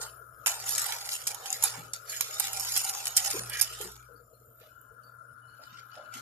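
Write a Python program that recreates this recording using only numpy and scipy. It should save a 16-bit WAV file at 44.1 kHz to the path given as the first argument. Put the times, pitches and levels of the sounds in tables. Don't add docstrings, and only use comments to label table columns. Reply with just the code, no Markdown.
import sys
import numpy as np
from scipy import signal
from scipy.fft import rfft, irfft, next_fast_len
from scipy.io import wavfile
from scipy.ndimage import uniform_filter1d, map_coordinates

SR = 44100
rng = np.random.default_rng(int(sys.argv[2]) if len(sys.argv) > 2 else 0)


def wav_out(sig):
    wavfile.write(sys.argv[1], SR, np.round(np.clip(np.atleast_2d(sig).T, -1, 1) * 32767).astype(np.int16))


def attenuation_scalar(level_db):
    decades = np.asarray(level_db, float) / 20
    return 10 ** decades


N = 273861

# t/s, rim level/dB before a common trim, body re rim/dB before the bottom and wall offsets,
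# wires re rim/dB, left-right/dB
TAPS = [(0.4606, -20.5, -1, -1, -1.5), (0.4689, -18, -6, 2, 2), (0.4766, -19.5, -6.5, -10.5, -3.5),
        (0.504, -39.5, -7, 9.5, -7.5), (0.682, -33, -2, -9.5, 4), (0.75, -24, -19.5, -10, 14.5),
        (0.757, -23.5, -24.5, -11, -1), (0.78, -16.5, -17, -23, 1), (0.7936, -21.5, -24, -8, 9.5),
        (0.817, -23.5, -32, -1, 6), (0.842, -27.5, -24, -2, -4), (0.865, -30, -7, 5, -2),
        (0.904, -33, -20, 0, -2), (0.982, -49, -26, -5, -4), (1.008, -40, -24, 0, -6),
        (1.056, -35, -10, -13, -9), (1.2694, -22, -13, -10.5, -8), (1.272, -16.5, -21.5, -19, 3.5),
        (1.279, -22.5, -20, -13, 0), (1.305, -31, -15, -9, 2), (1.345, -30.5, -12, -1, -4),
        (1.503, -19.5, -35, -26, 0.5), (1.5269, -16, -37, -24, 7), (1.624, -21, -15, -1, 2.5),
        (1.6371, -14, -18, 1.5, -0.5), (1.934, -20.5, -46, -36, 2), (2.2084, -18.5, -6.5, 3, -0.5),
        (2.342, -30.5, -25, -6.5, 1), (2.3972, -19.5, -13, 4.5, -1.5), (2.4025, -27, -4.5, 0.5, -13),
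        (2.5306, -31.5, -14, 0.5, -7.5), (2.597, -30, -16, 8, -1), (2.6074, -28, -14.5, 2, -1.5),
        (2.7193, -24, -20.5, -3.5, 6), (2.754, -24.5, -23, -10, -5), (2.774, -18, -29.5, 0.5, 0),
        (2.815, -32.5, -10.5, 5.5, -3), (3.0542, -22.5, -12.5, -6, 2.5), (3.077, -22, -24.5, -8, -2),
        (3.1659, -13, -26.5, -5.5, -1.5), (3.168, -11, -27.5, -5, 0.5), (3.176, -11, -22.5, -5.5, -2),
        (3.2472, -27.5, -9, -1, -7), (3.2617, -32.5, -9.5, -6, 10), (3.302, -31, -15, -4, 0),
        (3.3093, -22, -22.5, -6.5, -1), (3.496, -38, -8.5, 9, -2.5), (3.6112, -15, -18.5, 0, -7.5),
        (3.616, -18, -16, 0, -2), (3.624, -22.5, -19, -2, -3.5), (3.8111, -33.5, -5, -2.5, -10),
        (4.6, -61.5, -14, 3, -13), (4.813, -74, -17.5, 19.5, -15), (5.034, -60.5, -25, -3, -4),
        (5.2763, -76, -14.5, 10, 0), (5.953, -52, 4, -33.5, 2), (6.137, -44, -19, -31, 12)]
# low edge f/Hz, high edge f/Hz
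BANDS = [(450, 1500), (1500, 4500), (4500, 9300), (9300, 17000)]
LOW_MODE = [(790, 75, 0)]


def unit(x):
    return x / np.sqrt(np.mean(x ** 2) + 1e-20)


def along(points, hz):
    f, v = np.transpose(points)
    return np.interp(np.log(hz + 1), np.log(f + 1), v)


def curves(rows):
    s, *cols = np.transpose(rows)
    return [np.interp(np.arange(N) / SR, s, c) for c in cols]


def wobble(rate_hz):
    knots = rng.standard_normal(int(N * rate_hz / SR) + 4)
    return map_coordinates(knots, [np.arange(N) * rate_hz / SR])


def filtered(x, response):
    m = next_fast_len(x.shape[-1] + 4096)
    return irfft(rfft(x, m) * response(np.fft.rfftfreq(m, 1 / SR)), m)[..., :x.shape[-1]]


def modes(table, hz, spread_db=0):
    luck_db = spread_db * rng.standard_normal(len(table))
    total = 0
    for k, (centre, width, db) in enumerate(table):
        resonance = 1j * hz * width / (centre * centre - hz * hz + 1j * hz * width)
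        total = total + (-1) ** k * attenuation_scalar(db + luck_db[k]) * resonance
    return total


def band(hz, lo_hz, hi_hz):
    return 1 / np.sqrt((1 + (lo_hz / (hz + 1)) ** 12) * (1 + (hz / hi_hz) ** 12))


def patchy(x, patchy_db, bins, frames):
    z = signal.stft(x, nperseg=512)[2]
    field = uniform_filter1d(rng.standard_normal(z.shape[-2:]), bins, 0)
    field = uniform_filter1d(field, frames, 1)
    return signal.istft(z * attenuation_scalar(patchy_db * unit(field)), nperseg=512)[1][..., :N]


def sides(db):
    return attenuation_scalar(np.array([db, -db]) / 2)


def swell(rows):
    power = np.zeros((np.size(rows[0][1]), N + 2 * SR))
    t = np.arange(-SR // 2, SR // 2) / SR
    for s, db, rise_s, fall_s in rows:
        slope = np.maximum(t / max(fall_s, .003), -t / max(rise_s, .0003))
        power[:, round(s * SR):][:, :len(t)] += attenuation_scalar(np.reshape(db, (-1, 1)) - 20 * slope) ** 2
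    return power[:, SR // 2:][:, :N]


def spread(gain, patchy_db, bins, frames):
    # f/Hz, left-right likeness (correlation)
    likeness = [(60, 0.94), (130, 0.97), (290, 0.28), (640, 0.78), (1400, 0.041), (3000, 0.043)]
    # f/Hz, left-right/dB of the background
    lean = [(60, -12.5), (110, 2), (200, -8.5), (380, 12), (700, 3), (1290, 15), (2380, 7), (4400, 9.5),
            (8120, 13), (15000, -4)]
    pair = patchy(rng.standard_normal((2, N)), patchy_db, bins, frames)

    def mid_side(hz):
        turn = np.arccos(np.clip(along(likeness, hz), -1, 1)) / 2
        return gain(hz) * np.array([np.cos(turn), np.sin(turn)])

    mid, side = filtered(pair, mid_side)
    return unit(filtered(np.array([mid + side, mid - side]), lambda hz: sides(along(lean, hz))))


def background():
    # t/s, upper level/dB, middle level/dB, low level/dB
    band_levels = [(0.0, -50, -58, -56), (0.43, -53.5, -56, -65.5), (0.64, -51, -54, -56.5),
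                   (1.49, -58, -57.5, -59), (2.32, -50.5, -55, -58.5), (2.7, -53, -59, -61),
                   (3.72, -53.5, -52.5, -59.5), (3.92, -58.5, -60.5, -81), (4.15, -55, -60, -71),
                   (4.29, -72.5, -66.5, -70), (4.6, -64.5, -63.5, -65.5), (4.75, -56.5, -71, -71),
                   (5.0, -53, -64, -69.5), (5.43, -51.5, -62, -70.5), (6.04, -49.5, -58, -74.5),
                   (6.21, -48, -56, -62.5)]
    # t/s, upper line level/dB, lower line level/dB
    hum_levels = [(0.0, -53, -61), (0.43, -65, -69), (0.64, -57.5, -64), (1.49, -68, -82), (1.75, -55, -67),
                  (2.32, -66, -77), (2.61, -54.5, -57), (2.92, -62, -76), (3.27, -55.5, -59),
                  (3.92, -56, -57.5), (4.29, -63.5, -69), (5.43, -64.5, -84.5), (5.79, -59.5, -79),
                  (6.04, -68.5, -97), (6.21, -55, -80)]
    # t/s, level/dB
    thin_level = [(0.0, -51), (0.26, -60), (0.64, -54), (1.49, -58), (3.92, -63), (4.29, -66.5),
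                  (6.04, -66.5), (6.21, -71)]
    # f/Hz, width/Hz, level/dB
    upper_modes = [(1384.5, 110, 0), (1514, 110, -2.5), (1646, 130, -6), (1026, 64, -7)]
    middle_modes = [(1276, 140, 0)]
    low_modes = [(355, 99, -5.5), (470, 50, 2), (532, 66, 0.5), (652, 100, 0)]
    thin_modes = [(2950, 30, -13), (4570, 34, -13), (5400, 110, -7.5), (7196, 78, 1), (7950, 43, -14),
                  (9120, 110, 0), (9700, 240, -12.5), (10560, 130, 2.5), (12600, 120, -12),
                  (13340, 480, 0.5), (14000, 220, -2.5)]
    # f/Hz, density/dB per Hz
    rumble_shape = [(15, -52), (25, -17), (70, -13.5), (118, -1), (145, -8.5), (182, -25), (226, -13),
                    (330, -14.5), (430, -49.5), (730, -120)]

    upper_db, middle_db, low_db = curves(band_levels)
    upper_line_db, lower_line_db = curves(hum_levels)
    thin_db, = curves(thin_level)

    def upper_gain(hz):
        return np.abs(modes(upper_modes, hz)) ** 2.24 * band(hz, 950, 1900)

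    def low_gain(hz):
        return np.abs(modes(low_modes, hz)) ** 1.9 * band(hz, 370, 1100)

    def thin_gain(hz):
        return (0.015 + np.abs(modes(thin_modes, hz)) ** 2.2) * band(hz, 1500, 21000)

    upper = spread(upper_gain, 2.9, bins=2, frames=10)
    middle = spread(lambda hz: np.abs(modes(middle_modes, hz)) ** 2.0, 2.5, bins=2, frames=10)
    low = spread(low_gain, 3.4, bins=2, frames=10)
    thin = spread(thin_gain, 7.5, bins=2, frames=60)
    hiss = spread(lambda hz: band(hz, 1700, 9000), 1.3, bins=2, frames=20)
    rumble = spread(lambda hz: attenuation_scalar(along(rumble_shape, hz)), 4.2, bins=2, frames=10)

    t = np.arange(N) / SR
    upper_line = np.sin(2 * np.pi * 119.8 * t + 0.53 * wobble(4.3))
    lower_line = np.sin(2 * np.pi * 58.5 * t + 0.57 * wobble(4.6))
    hum = attenuation_scalar(upper_line_db + 2.7 * wobble(6.4)) * upper_line
    hum = hum + attenuation_scalar(lower_line_db + 1 * wobble(27)) * lower_line

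    out = attenuation_scalar(upper_db) * upper + attenuation_scalar(middle_db) * middle
    out += attenuation_scalar(low_db + 1.9 * wobble(22)) * low + attenuation_scalar(thin_db) * thin
    return out + attenuation_scalar(-79.5) * hiss + attenuation_scalar(-67.5) * rumble + hum * sides(1.3)[:, None]


def kitchen(x):
    # f/Hz, t60/s
    decay = [(300, 0.5), (2000, 0.42), (6000, 0.2), (14000, 0.1)]
    step, out = SR // 3, np.zeros((2, N + 2 * SR))
    for a in range(0, N, step):
        hz, t, z = signal.stft(rng.standard_normal((2, SR // 2)), SR, nperseg=256)
        z = z * attenuation_scalar(-60 * t / along(decay, hz)[:, None])
        tail = signal.istft(z, SR, nperseg=256)[1]
        wet = signal.fftconvolve(x[:, a:a + step], tail / np.linalg.norm(tail[0]), axes=1)
        out[:, a + 200:][:, :wet.shape[1]] += wet
    return out[:, :N]


def pockets(table, width, thud_db):
    out, t = np.zeros((2, N + SR)), np.arange(SR // 2) / SR
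    for s, db, hz, pan_db, life_ms in table:
        fade = attenuation_scalar(-60 * t * 1000 / max(life_ms, 10)) * (1 - np.exp(-t / .008))
        push = rng.standard_normal(len(t)) * fade
        resonance = [(hz, width * hz, 0)]
        ring = filtered(push, lambda f: modes(resonance, f) ** 2 + attenuation_scalar(thud_db) * band(f, 75, hz))
        ring = ring / np.abs(ring).max()
        out[:, round(s * SR):][:, :len(t)] += attenuation_scalar(db) * sides(pan_db)[:, None] * ring
    return out[:, :N]


def plops():
    # t/s, peak level/dB, f/Hz, left-right/dB, t60 of the push/ms
    bursts = [(1.762, -45, 161, 2, 150), (1.765, -51, 260, 3.5, 96), (3.334, -32.5, 362, 4, 96),
              (3.36, -34, 457, 4, 65), (3.375, -44, 208, 1, 155), (3.399, -44, 487, 9, 97),
              (3.8, -36, 417, 8.5, 110), (3.845, -42.5, 408, 7, 140), (3.835, -52, 188, 5, 150),
              (4.086, -52, 470, 13.5, 210), (4.19, -56.5, 470, 15, 100), (4.322, -53.5, 475, 14, 53),
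              (4.408, -57.5, 453, 14, 52), (4.601, -51.5, 472, 9, 92), (4.62, -54, 600, 2, 140),
              (4.905, -57, 461, 12, 130), (5.59, -55, 613, -15, 220), (5.718, -58, 168, -12.5, 54),
              (5.96, -42, 615, -4.5, 320), (6.149, -48.5, 267, 11, 120)]
    pings = [(4.15, -64, 4550, 11, 200), (4.33, -67.5, 4240, 11, 260), (4.6, -70, 6090, 6, 420),
             (5.028, -59, 4570, -7, 270), (5.475, -69, 4270, 16, 340), (5.475, -68, 4420, 14, 280),
             (5.905, -65, 4600, 2, 150)]
    tones = [(4.62, -71, 2950, 19, 1200), (5.41, -68, 2955, -8, 1200), (5.62, -64, 2980, 5.5, 900),
             (5.96, -62, 2950, 13, 600)]
    out = pockets(bursts, width=0.26, thud_db=-23.5)
    out = out + pockets(pings, width=0.03, thud_db=-61.5)
    return out + pockets(tones, width=0.014, thud_db=-70.5)


def ports(x, scatter_db, life_s):
    t = np.arange(SR // 50) / SR
    echo = rng.standard_normal((2, len(t))) * attenuation_scalar(-60 * t / life_s)
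    echo = attenuation_scalar(scatter_db) * echo / np.linalg.norm(echo, axis=1, keepdims=True)
    echo[0, 5] += 1
    echo[1, 0] += 1
    return signal.fftconvolve(x[None], echo, axes=1)[:, :len(x)]


def metal(force, ring_db, spread_db):
    # f/Hz, width/Hz, level/dB before ring_db
    pan = [(890, 25, -20), (1260, 210, -12), (2337, 90, -15), (2545, 59, -8.5), (3008, 190, -9),
           (3690, 67, -6.5), (5278, 260, -9), (6375, 150, -0.5), (6900, 300, -2.5), (8420, 300, -3),
           (8780, 250, -8), (9815, 380, -0.5), (11330, 370, -6.5), (12450, 420, -0.5)]
    # f/Hz, density/dB per Hz
    clank = [(260, -36), (450, -24.5), (572, -16.5), (785, -1), (1160, -7), (2810, -9), (3030, -18.5),
             (3320, -7.5), (6730, 0), (7820, -4.5), (9940, -2.5), (13800, 0.5), (16300, -14)]

    def response(hz):
        split = np.array([band(hz, lo, hi) for lo, hi in BANDS])[:, None]
        return (attenuation_scalar(along(clank, hz)) + attenuation_scalar(ring_db) * modes(pan, hz, spread_db)) * split

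    return filtered(force, response)


def rasps():
    strokes = [(0.93, -44, .08, .04), (2.145, -43, .08, .05), (3.528, -37, .03, .15), (3.56, -37, .08, .08)]
    # f/Hz, width/Hz, level/dB before squaring
    wall_modes = [(1646, 160, 0), (1948, 160, -1), (2345, 200, -1), (2950, 250, -2), (3400, 250, -4)]
    grains = rng.standard_normal(N) * attenuation_scalar(2.2 * wobble(120))
    heard = ports(grains, scatter_db=-3.0, life_s=0.0049)
    ring = filtered(heard, lambda hz: modes(wall_modes, hz) ** 2 * band(hz, 1200, 3900))
    return np.sqrt(swell(strokes)) * unit(ring)


def drones():
    strokes = [(0.47, -49, 0, -0.5), (0.86, -49, 0, 0.44), (1.07, -42.5, -0.1, 0.04),
               (1.51, -46.5, 0.23, 0.12), (2.405, -42, 0, 0.05), (2.57, -45.5, 0.34, 0.14),
               (2.84, -43, 0, 0.34), (2.97, -41.5, 0, 0.1), (3.23, -43, 0.1, -0.05)]
    heard = ports(rng.standard_normal(N), scatter_db=-4, life_s=0.011)
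    ring = filtered(heard, lambda hz: modes(LOW_MODE, hz) ** 2)
    return np.sqrt(swell(strokes)) * unit(ring)


def slips(rate_hz, size, life_s):
    catch = (rng.random(N) < rate_hz / SR) * rng.exponential(size, N)
    return unit(1 + signal.lfilter([1], [1, -np.exp(-1 / (life_s * SR))], catch))


def contact():
    # t/s, treble level/dB, bottom level/dB
    pressure = [(0.0, -34, -38), (0.18, -75, -87), (0.462, -83, -81), (0.48, -33, -45),
                (0.62, -53.5, -54.5), (0.85, -41.5, -43), (1.0, -46, -54.5), (1.26, -50.5, -66),
                (1.3, -55.5, -49), (1.6, -47, -57.5), (1.75, -43, -46.5), (1.92, -64, -69),
                (2.06, -61.5, -93), (2.14, -44, -85), (2.38, -43.5, -65), (2.47, -35.5, -60),
                (2.525, -58.5, -55), (2.55, -40.5, -53.5), (3.0, -44.5, -53), (3.15, -47.5, -56.5),
                (3.3, -54.5, -45), (3.48, -54, -65), (3.72, -43, -70), (3.9, -60.5, -59.5),
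                (3.96, -81, -86), (6.21, -77.5, -74)]
    # peak t/s, treble level/dB before the rim and wires split, 20 dB rise/s, 20 dB fall/s
    # (swell() sets least times), bottom re treble/dB, wall re treble/dB
    scrapes = [(0.031, -32.5, 10, 0.01, -20, -12), (0.49, -34.5, 0, 0.2, -8.5, -13),
               (0.64, -43.5, 0.17, 1.5, -23, -5.5), (0.687, -28.5, 0.04, 0.2, -22, -14.5),
               (0.724, -34, 0.12, 0.06, -29, -20), (0.8, -22.5, -0.0161, -0.01, -29, -22.5),
               (0.938, -36.5, 0.28, 0.07, -8, -5), (1.058, -40, 0, 0.08, -11, -10),
               (1.131, -32, 0.08, 0.11, -26, -9.5), (1.155, -31.5, 0.08, 0.01, -21, -12),
               (1.471, -40.5, 0.1, 0.2, -32, -5), (1.641, -23, 0.02, 0.0662, -12.5, -11),
               (2.102, -35, 0.03, 0.24, -34, -12), (2.244, -36.5, 0.01, -0.05, -21, -3),
               (2.448, -34.5, 0, -0.12, -12, 2.5), (2.55, -40.5, 0.12, 0, -8.5, -4),
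               (2.7, -34, 0.4, 0.53, -24, -12.5), (2.771, -26, 0.06, 0.04, -17, -8.5),
               (2.895, -32.5, 0.3, 0.04, -18, -9), (2.944, -38, -0.5, 0.24, -12, -12.5),
               (3.07, -29, 0, 0.02, -13, -11), (3.261, -29.5, 0.06, 0.12, -13.5, -8.5),
               (3.337, -37.5, 0, 0.36, -8, -11.5), (3.396, -39, 0.4, -0.16, -21, -4),
               (3.53, -37, -0.34, 0.07, -24.5, -4.5), (3.602, -25.5, 0.03, -0.09, -28.5, -13),
               (3.817, -39.5, 0.08, 0.17, -11.5, -7.5)]
    rustles = [(4.614, -71.5, 0.028, 0.13, -14, 12.7), (5.634, -68.5, 0.053, 0.2, -5, 8.7),
               (5.79, -72.5, 0.23, 0.1, -5, 16), (5.95, -70, 0.07, 0.2, 4.5, 14.5),
               (6.145, -49, 0.032, 0.63, -8, 1)]
    skid_db, skid_fall_s, skid_bottom_db, skid_wall_db = -17.5, 0.069, -22.5, -6.5
    wall_re_treble_db, rim_db, wires_db = -4, -4, -8.5

    treble_db, bottom_db = curves(pressure)
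    skids = [(s, db + skid_db, 0, skid_fall_s, skid_bottom_db, skid_wall_db) for s, db, *_ in TAPS]
    strokes = []
    for s, db, rise_s, fall_s, low_db, mid_db in [*scrapes, *rustles, *skids]:
        strokes.append((s, [db + low_db, db + mid_db, db], rise_s, fall_s))
    steady = attenuation_scalar([bottom_db, treble_db + wall_re_treble_db, treble_db])
    bottom, wall, treble = np.sqrt(steady ** 2 + swell(strokes))
    return bottom, wall, attenuation_scalar(rim_db) * treble, attenuation_scalar(wires_db) * treble


def drag():
    grains = rng.standard_normal(N) * attenuation_scalar(1.6 * rng.standard_normal(N) + 1.4 * wobble(260))
    step, parts = 2048, np.zeros((len(BANDS), 2, N + SR))
    for a in range(0, N - step, step):
        piece = grains[a:a + 2 * step] * np.hanning(2 * step)[:N - a] ** .5
        heard = ports(np.pad(piece, (0, step)), scatter_db=8.5, life_s=0.024)
        sound = metal(heard, ring_db=5.0, spread_db=5)
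        sound = sound / np.linalg.norm(sound, axis=(1, 2), keepdims=True)
        parts[..., a:a + heard.shape[1]] += sound
    parts = patchy(parts[..., :N], 2.15, bins=4, frames=5)
    parts[1:] *= slips(rate_hz=220, size=.5, life_s=0.002) * attenuation_scalar(.8 * wobble(90))
    parts[0] = filtered(parts[0], lambda hz: 4.5 + modes(LOW_MODE, hz))
    mix = sum(gain * unit(part) for part, gain in zip(parts, contact()))
    return filtered(mix, lambda hz: band(hz, 30, 14500))


def taps():
    bottom_db, wall_db, trim_db = -2.5, 0.5, -6.5
    first_wire, first_wire_t60_s = 1.1, 0.0028
    out, t = np.zeros((2, N + SR)), np.arange(SR // 6) / SR
    envelope = first_wire * attenuation_scalar(-60 * t / first_wire_t60_s) + attenuation_scalar(-60 * t / 0.017)
    envelope = (envelope + 0.07 * attenuation_scalar(-60 * t / 0.14)) * (1 - np.exp(-t / 0.00041))

    def peak(v):
        return np.sqrt(uniform_filter1d(np.mean(v ** 2, 0), size=88).max())

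    for s, db, body_db, wires_db, pan_db in TAPS:
        wires = rng.standard_normal(len(t)) * (0.25 + (rng.random(len(t)) < 0.06))
        heard = ports(wires * envelope, scatter_db=-1.5, life_s=0.0056)
        parts = metal(heard, ring_db=8.5, spread_db=3.5)
        levels_db = (body_db + bottom_db, body_db + wall_db, 0, wires_db)
        sound = sum(attenuation_scalar(db + rel + trim_db) * v / peak(v) for v, rel in zip(parts, levels_db))
        out[:, round(s * SR):][:, :len(t)] += sides(pan_db)[:, None] * sound
    return out[:, :N]


def scene():
    # f/Hz, left-right/dB
    port_tilt = [(500, -0.5), (1300, 2), (2500, -5), (5000, -0.5), (8000, 2.5), (13000, -11.5)]
    hits = taps() + plops()
    whisk = hits + attenuation_scalar(-14.0) * kitchen(hits) + drag() + rasps() + drones()
    return filtered(whisk, lambda hz: sides(along(port_tilt, hz))) + background()


def suppressor(x, floor_db, depth_db):
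    z = signal.stft(x, nperseg=512)[2]
    power = uniform_filter1d(np.abs(z) ** 2, size=3, axis=1)
    power = uniform_filter1d(power, size=5, axis=2, origin=1)
    gain = np.maximum(1 - attenuation_scalar(floor_db) ** 2 / (np.abs(power) + 1e-20), attenuation_scalar(depth_db))
    return signal.istft(z * gain, nperseg=512)[1][:, :N]


def low_pass(x):
    return signal.sosfilt(signal.butter(12, 16970, fs=SR, output="sos"), x)


def record(dry):
    # f/Hz, level/dB
    top_end = [(25, -7.0), (45, -0.5), (14250, 0), (14500, -25), (15500, -24.5), (17000, -28)]
    heard = filtered(dry, lambda hz: attenuation_scalar(along(top_end, hz)))
    mix = suppressor(heard, floor_db=-100.0, depth_db=-13.0)
    return low_pass(mix)


dry = scene()
out = record(dry)
wav_out(out)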